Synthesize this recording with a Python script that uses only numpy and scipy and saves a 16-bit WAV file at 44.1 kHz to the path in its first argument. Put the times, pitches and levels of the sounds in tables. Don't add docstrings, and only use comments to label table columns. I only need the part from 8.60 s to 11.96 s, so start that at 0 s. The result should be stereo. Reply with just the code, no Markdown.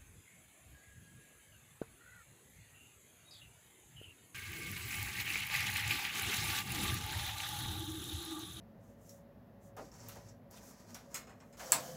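import sys
import numpy as np
from scipy import signal
from scipy.fft import rfft, irfft
from scipy.io import wavfile

SR = 44100
rng = np.random.default_rng(int(sys.argv[2]) if len(sys.argv) > 2 else 0)


def bounce(signal):
    frames = np.transpose(np.atleast_2d(signal))
    limited = np.clip(frames, -1, 1)
    pcm = np.round(limited * 32767).astype(np.int16)
    wavfile.write(sys.argv[1], SR, pcm)


N = 148176
T, HZ = np.arange(N) / SR, np.fft.rfftfreq(N, 1 / SR)


def latch():
    # t/s, blow level/dB, ping level/dB
    snaps = [(3.1206, 4.5, 4.5), (3.1227, -8.5, -6)]
    # f/Hz, level/dB
    clack_colour = [(60, -44), (150, -10.5), (350, -14), (620, -4), (1050, -3), (1450, -5.5), (1850, -7),
                    (2250, -3.5), (3100, -11), (4600, -5), (6500, -8.5), (7700, 2.5), (9000, -5),
                    (10000, -4), (11300, -9), (13500, -7.5), (16000, -11.5)]
    # f/Hz, relative level/dB, t60/s
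    spring_modes = [(7840, 11.5, 0.0074), (8400, 10.5, 0.0042), (10080, 10, 0.0049)]
    case_modes = [(511, -4, 0.49), (689, 2.5, 0.32), (995, 3.5, 0.12), (1218, -2, 0.2), (1670, 3, 0.13),
                  (2230, 3, 0.1), (3180, -17, 0.5), (7516, 1, .17), (7900, 5, .17), (7540, 1.5, 0.2)]
    out = np.zeros((2, N))
    for s, blow_db, ping_db in snaps:
        add(out, s, amp(ping_db) * from_left(ring(spring_modes)))
        clack = blow(direct_db=-5, rise_s=0.00052, decay_scale=0.83)
        add(out, s, amp(blow_db) * colour(clack, clack_colour))
    add(out, snaps[0][0], amp(-3) * body(case_modes))
    return out


def clunks():
    # t/s, level/dB, tilt/dB per octave
    hits = [(2.5435, -8, 0.5), (2.559, -24.5, -4), (2.6698, -26.5, -6), (2.695, -28.5, -5),
            (2.8014, -27, -7), (2.9271, -30, -3.5), (2.9956, -15, -5.5)]
    # f/Hz, level/dB
    clunk_colour = [(100, -39), (450, -14), (1100, -1), (1600, -1.5), (2150, 1), (3850, -9), (4250, -1),
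                    (4650, -12), (5100, 1.5), (6080, -8), (6550, 3.5), (7400, 1.5), (7800, -2), (8200, 2),
                    (8750, -8.5), (11200, -6), (15500, -7.5)]
    # f/Hz, relative level/dB, t60/s
    frame_modes = [(1306, -3.5, 0.28), (2150, -6, 0.32), (4380, -8.5, 0.27), (5100, -5.5, .14),
                   (6420, 1.5, .11), (7400, 1.5, 0.12), (8300, -4, 0.13)]
    out = np.zeros((2, N))
    for s, db, tilt_db in hits:
        clunk = blow(direct_db=-7.5, rise_s=0.0017)
        add(out, s, amp(db) * colour(clunk, clunk_colour, tilt_db))
        add(out, s, amp(db - 9.5 + 1.05 * tilt_db) * body(frame_modes))
    return out


def bumps():
    # t/s, level/dB
    hits = [(1.1666, -20), (1.176, -19), (1.188, -20.5), (1.557, -27), (2.6698, -29)]
    # f/Hz, level/dB
    bump_colour = [(60, -19), (280, -5.5), (700, -0.5), (1200, -6), (3300, -25), (16000, -48)]
    # f/Hz, relative level/dB, t60/s
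    panel_modes = [(482, -5, 0.1), (777, -5, 0.16), (1010, -13, 0.049)]
    out = np.zeros((2, N))
    for s, db in hits:
        bump = blow(direct_db=-10, rise_s=0.002, decay_scale=0.5)
        add(out, s, amp(db) * colour(bump, bump_colour))
        add(out, s, amp(db - 3) * body(panel_modes))
    return out


def sleeve_ticks():
    # t/s, level/dB, tilt/dB per octave
    ticks = [(0.495, -31.5, 10), (1.167, -30.5, 2.5), (1.4863, -19.5, 4), (1.556, -29, 1),
             (1.911, -30.5, 8.5), (2.3465, -19.5, 2.5)]
    # t/s, level/dB
    slips = [(0.4931, -29), (1.251, -42), (1.317, -36.5), (1.341, -34.5), (1.352, -41), (1.403, -33.5),
             (1.421, -40), (1.687, -33), (2.3445, -24.5), (2.8035, -41), (3.06, -24)]
    # f/Hz, level/dB
    tick_colour = [(100, -43), (700, 7.5), (3400, -5.5), (5800, -10), (8000, -13), (9600, -15),
                   (11200, -10.5), (15500, -17.5)]
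    slip_colour = [(3000, -21), (4900, -8.5), (5650, 5.5), (6300, -4.5), (7800, -3), (9000, -41)]
    out = np.zeros((2, N))
    for s, db, tilt_db in ticks:
        tick = blow(direct_db=0, rise_s=0.00067)
        add(out, s, amp(db) * colour(tick, tick_colour, tilt_db))
    for s, db in slips:
        slip = blow(direct_db=-1.5, rise_s=0.00075, decay_scale=0.56)
        add(out, s, amp(db) * colour(slip, slip_colour))
    return out


def sleeve_rub():
    # start/s, length/s, level/dB
    brushes = [(.16, 0.24, -72), (.348, .31, -63), (.986, .15, -67), (1.98, .2, -58), (2.6, 0.6, -75)]
    scrapes = [(1.47, 0.13, -64.5), (1.948, 0.06, -55.5)]
    # t/s, level/dB
    first_push = [(1.17, -58.5), (1.26, -60.5), (1.312, -68.5), (1.325, -59), (1.42, -58), (1.47, -55),
                  (1.56, -58.5), (1.62, -63), (1.69, -61), (1.76, -77.5)]
    second_push = [(1.905, -68), (1.911, -63.5), (1.945, -54.5), (1.99, -60), (2.085, -59), (2.165, -62.5),
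                   (2.21, -59.5), (2.26, -66), (2.305, -56.5), (2.41, -64), (2.49, -68.5), (2.56, -51)]
    # f/Hz, level/dB
    brush_colour = [(200, -10), (2000, -18), (4500, -16), (6500, -2), (9000, -10), (12000, -8),
                    (16000, -12)]
    scrape_colour = [(300, -9), (1000, -11), (4200, -1), (5800, -5), (16000, -13)]
    slide_colour = [(200, 0), (1000, 2.5), (2000, -3.5), (3500, -11), (5700, 0), (7300, -3), (9000, -13),
                    (11000, -9.5), (16000, -15)]
    brush = strokes(brushes) * friction(brush_colour, grains_per_s=1100, grain_db=-12)
    scrape = strokes(scrapes) * friction(scrape_colour, grains_per_s=490, grain_db=2)
    pushes = level(first_push) + level(second_push)
    slide = pushes * friction(slide_colour, grains_per_s=350, grain_db=-8.5)
    return brush + scrape + slide


def spindle():
    # start/s, f/Hz, width/Hz, level/dB
    motor = [(3.01, 517, 8, -56), (3.01, 682, 22, -60), (3.01, 1658, 30, -68), (3.13, 3090, 40, -73),
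             (3.13, 143, 26, -58), (3.13, 190, 30, -62)]
    # t/s, level/dB
    spin = [(2.97, -59.5), (3.0, -50), (3.11, -48.5), (3.26, -48), (3.36, -52)]
    # f/Hz, level/dB
    spin_colour = [(100, -5), (350, -4), (560, 8), (850, 0), (1400, -0.5), (1650, -1), (2000, -5.5),
                   (2700, -12), (3100, -3), (3600, -7.5), (5000, -3.5), (6500, 0.5), (8700, -9.5),
                   (10500, -8), (16000, -9)]
    fade_in_s = 0.037
    hum = sum(np.clip((T - s) / fade_in_s, 0, 1) * tone(hz, width, db) for s, hz, width, db in motor)
    return hum + level(spin) * friction(spin_colour, grains_per_s=840, grain_db=-11.5)


def rumble():
    # t/s, relative level/dB
    swell = [(0, -57), (.45, -70.5), (1.15, -69), (1.4, -57), (1.85, -53), (2.0, -80)]
    return level(swell) * tone(hz=106.2, width_hz=23, db=-4)


def fans():
    # f/Hz, relative level/dB
    air_colour = [(25, -36), (58, -3.5), (80, -17), (100, -10), (245, -3.5), (280, -15.5), (400, -16.5),
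                  (560, -14), (1000, -22.5), (1450, -28.5), (1850, -26.5), (2200, -34), (6500, -46.5),
                  (9000, -54.5), (11300, -43), (16000, -43)]
    # f/Hz, width/Hz, level/dB
    fan_tones = [(102.5, 6.3, -69), (560.7, 14.4, -67), (666, 48, -74.5), (11500, 100, -92)]
    air = unit(irfft(rfft(stereo_noise()) * amp(read(air_colour, HZ)), N))
    return amp(-58.5) * air + sum(tone(*row) for row in fan_tones)


def blow(direct_db, rise_s, decay_scale=1, size=200):
    burst = rng.standard_normal(size) * np.exp(-T[:size] / 0.0011)
    crack = unit_energy(signal.lfilter(*signal.butter(2, 2970, "highpass", fs=SR), burst))
    out = tail(rise_s, decay_scale)
    add(out, 0, amp(direct_db) * from_left(crack))
    return panels(out)


def ring(modes, size=22050):
    t = T[:size]
    return unit_energy(sum(amp(db - 60 * t / t60) * np.sin(2 * np.pi * hz * t) for hz, db, t60 in modes))


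def body(modes, size=22050):
    t = T[:size]
    out = np.zeros((2, size))
    for hz, db, t60 in modes:
        envelope = build_up(t, hz) * amp(db - 60 * t / t60)
        phase = 2 * np.pi * (hz * t + rng.random()) + rng.normal(0, 0.95, (2, 1))
        out += envelope * np.sin(phase)
    return unit_energy(out)


def friction(points, grains_per_s, grain_db):
    catch_hz, catch_depth_db = 88, 0.5
    slips = (rng.random(N) < grains_per_s / SR) * rng.standard_normal(N)
    catches = unit(irfft(rfft(rng.standard_normal(N)) * np.exp(-(HZ / catch_hz) ** 2), N))
    rub = (stereo_noise() + amp(grain_db) * unit(from_left(slips))) * amp(catch_depth_db * catches)
    return unit(panels(colour(rub, points)))


def tone(hz, width_hz, db):
    band = 1 / (1 + ((HZ - hz) / width_hz) ** 2) ** 2
    return amp(db) * unit(irfft(rfft(stereo_noise()) * band, N))


def tail(rise_s, decay_scale, size=22050):
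    # f/Hz, t60/s
    decay = [(150, 0.89), (600, 0.41), (1500, 0.29), (4000, 0.28), (9000, 0.2)]
    hz, t, spectra = signal.stft(stereo_noise()[:, :size], SR, nperseg=256)
    t60 = decay_scale * read(decay, hz)[:, None]
    envelope = build_up(t + t[1] / 2, hz[:, None]) * amp(-60 * t / t60)
    wash = signal.istft(spectra * envelope, SR, nperseg=256)[1][:, :size]
    return unit_energy(wash * (1 - np.exp(-T[:size] / rise_s)))


def build_up(t, hz):
    # f/Hz, time constant/s
    attack = [(400, 0.014), (1000, 0.0045), (6000, 0.0009)]
    return 1 - np.exp(-t / read(attack, hz))


def panels(x, count=7, echo_db=-5, latest_s=0.009):
    out = x.copy()
    for side in range(2):
        delays = rng.uniform(0.1, 1, count) * latest_s
        gains = amp(echo_db) * unit_energy(rng.standard_normal(count))
        for delay, gain in zip(delays, gains):
            add(out[side:side + 1], delay, gain * x[side])
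    return out / np.hypot(1, amp(echo_db))


def stereo_noise():
    # f/Hz, left-right correlation
    likeness = [(50, .97), (500, 0.83), (1000, 0.24), (2500, 0.013)]
    mid, side = rfft(rng.standard_normal((2, N)))
    same = np.clip(read(likeness, HZ), -1, 1)
    mid, side = mid * np.sqrt(1 + same), side * np.sqrt(1 - same)
    return unit(irfft(np.array([mid + side, mid - side]), N))


def from_left(x, samples=6):
    return np.array([x, np.pad(x, (samples, 0))[:len(x)]])


def colour(x, points, tilt_db=0, size=4096):
    hz = abs(np.fft.fftfreq(size, 1 / SR))
    log_gain = np.log(amp(read(points, hz) + tilt_db * np.log2(np.maximum(hz, 500))))
    taps = np.fft.ifft(np.exp(np.conj(signal.hilbert(log_gain)))).real[:size // 2]
    return signal.fftconvolve(x, unit_energy(taps)[None], axes=1)[:, :x.shape[1]]


def strokes(rows):
    return sum(amp(db) * np.sin(np.pi * np.clip((T - s) / length, 0, 1)) ** 2 for s, length, db in rows)


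def level(points):
    s, db = np.transpose(points)
    release = np.clip((s[-1] - T) / 0.05 + 1, 0, 1)
    return amp(np.interp(T, s, db, left=-120)) * release


def read(points, hz):
    f, value = np.transpose(points)
    return np.interp(np.log(hz + 1), np.log(f + 1), value)


def add(mix, s, sound):
    part = mix[:, round(s * SR):][:, :sound.shape[-1]]
    part += sound[..., :part.shape[-1]]


def amp(db):
    return 10 ** (np.asarray(db) / 20)


def unit(x):
    return x / np.sqrt(np.mean(x ** 2) + 1e-20)


def unit_energy(x):
    return unit(x) / np.sqrt(x.shape[-1])


def scene():
    mix = fans() + rumble() + sleeve_rub() + bumps() + sleeve_ticks() + clunks() + latch() + spindle()
    return mix * amp([[0.5], [-0.5]])


def record(dry):
    low_cut = signal.butter(4, 36, "highpass", fs=SR, output="sos")
    high_cut = signal.firwin(401, 15900, window=("kaiser", 9), fs=SR)
    return signal.oaconvolve(signal.sosfilt(low_cut, dry), high_cut[None], "same")


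dry = scene()
out = record(dry)
bounce(out)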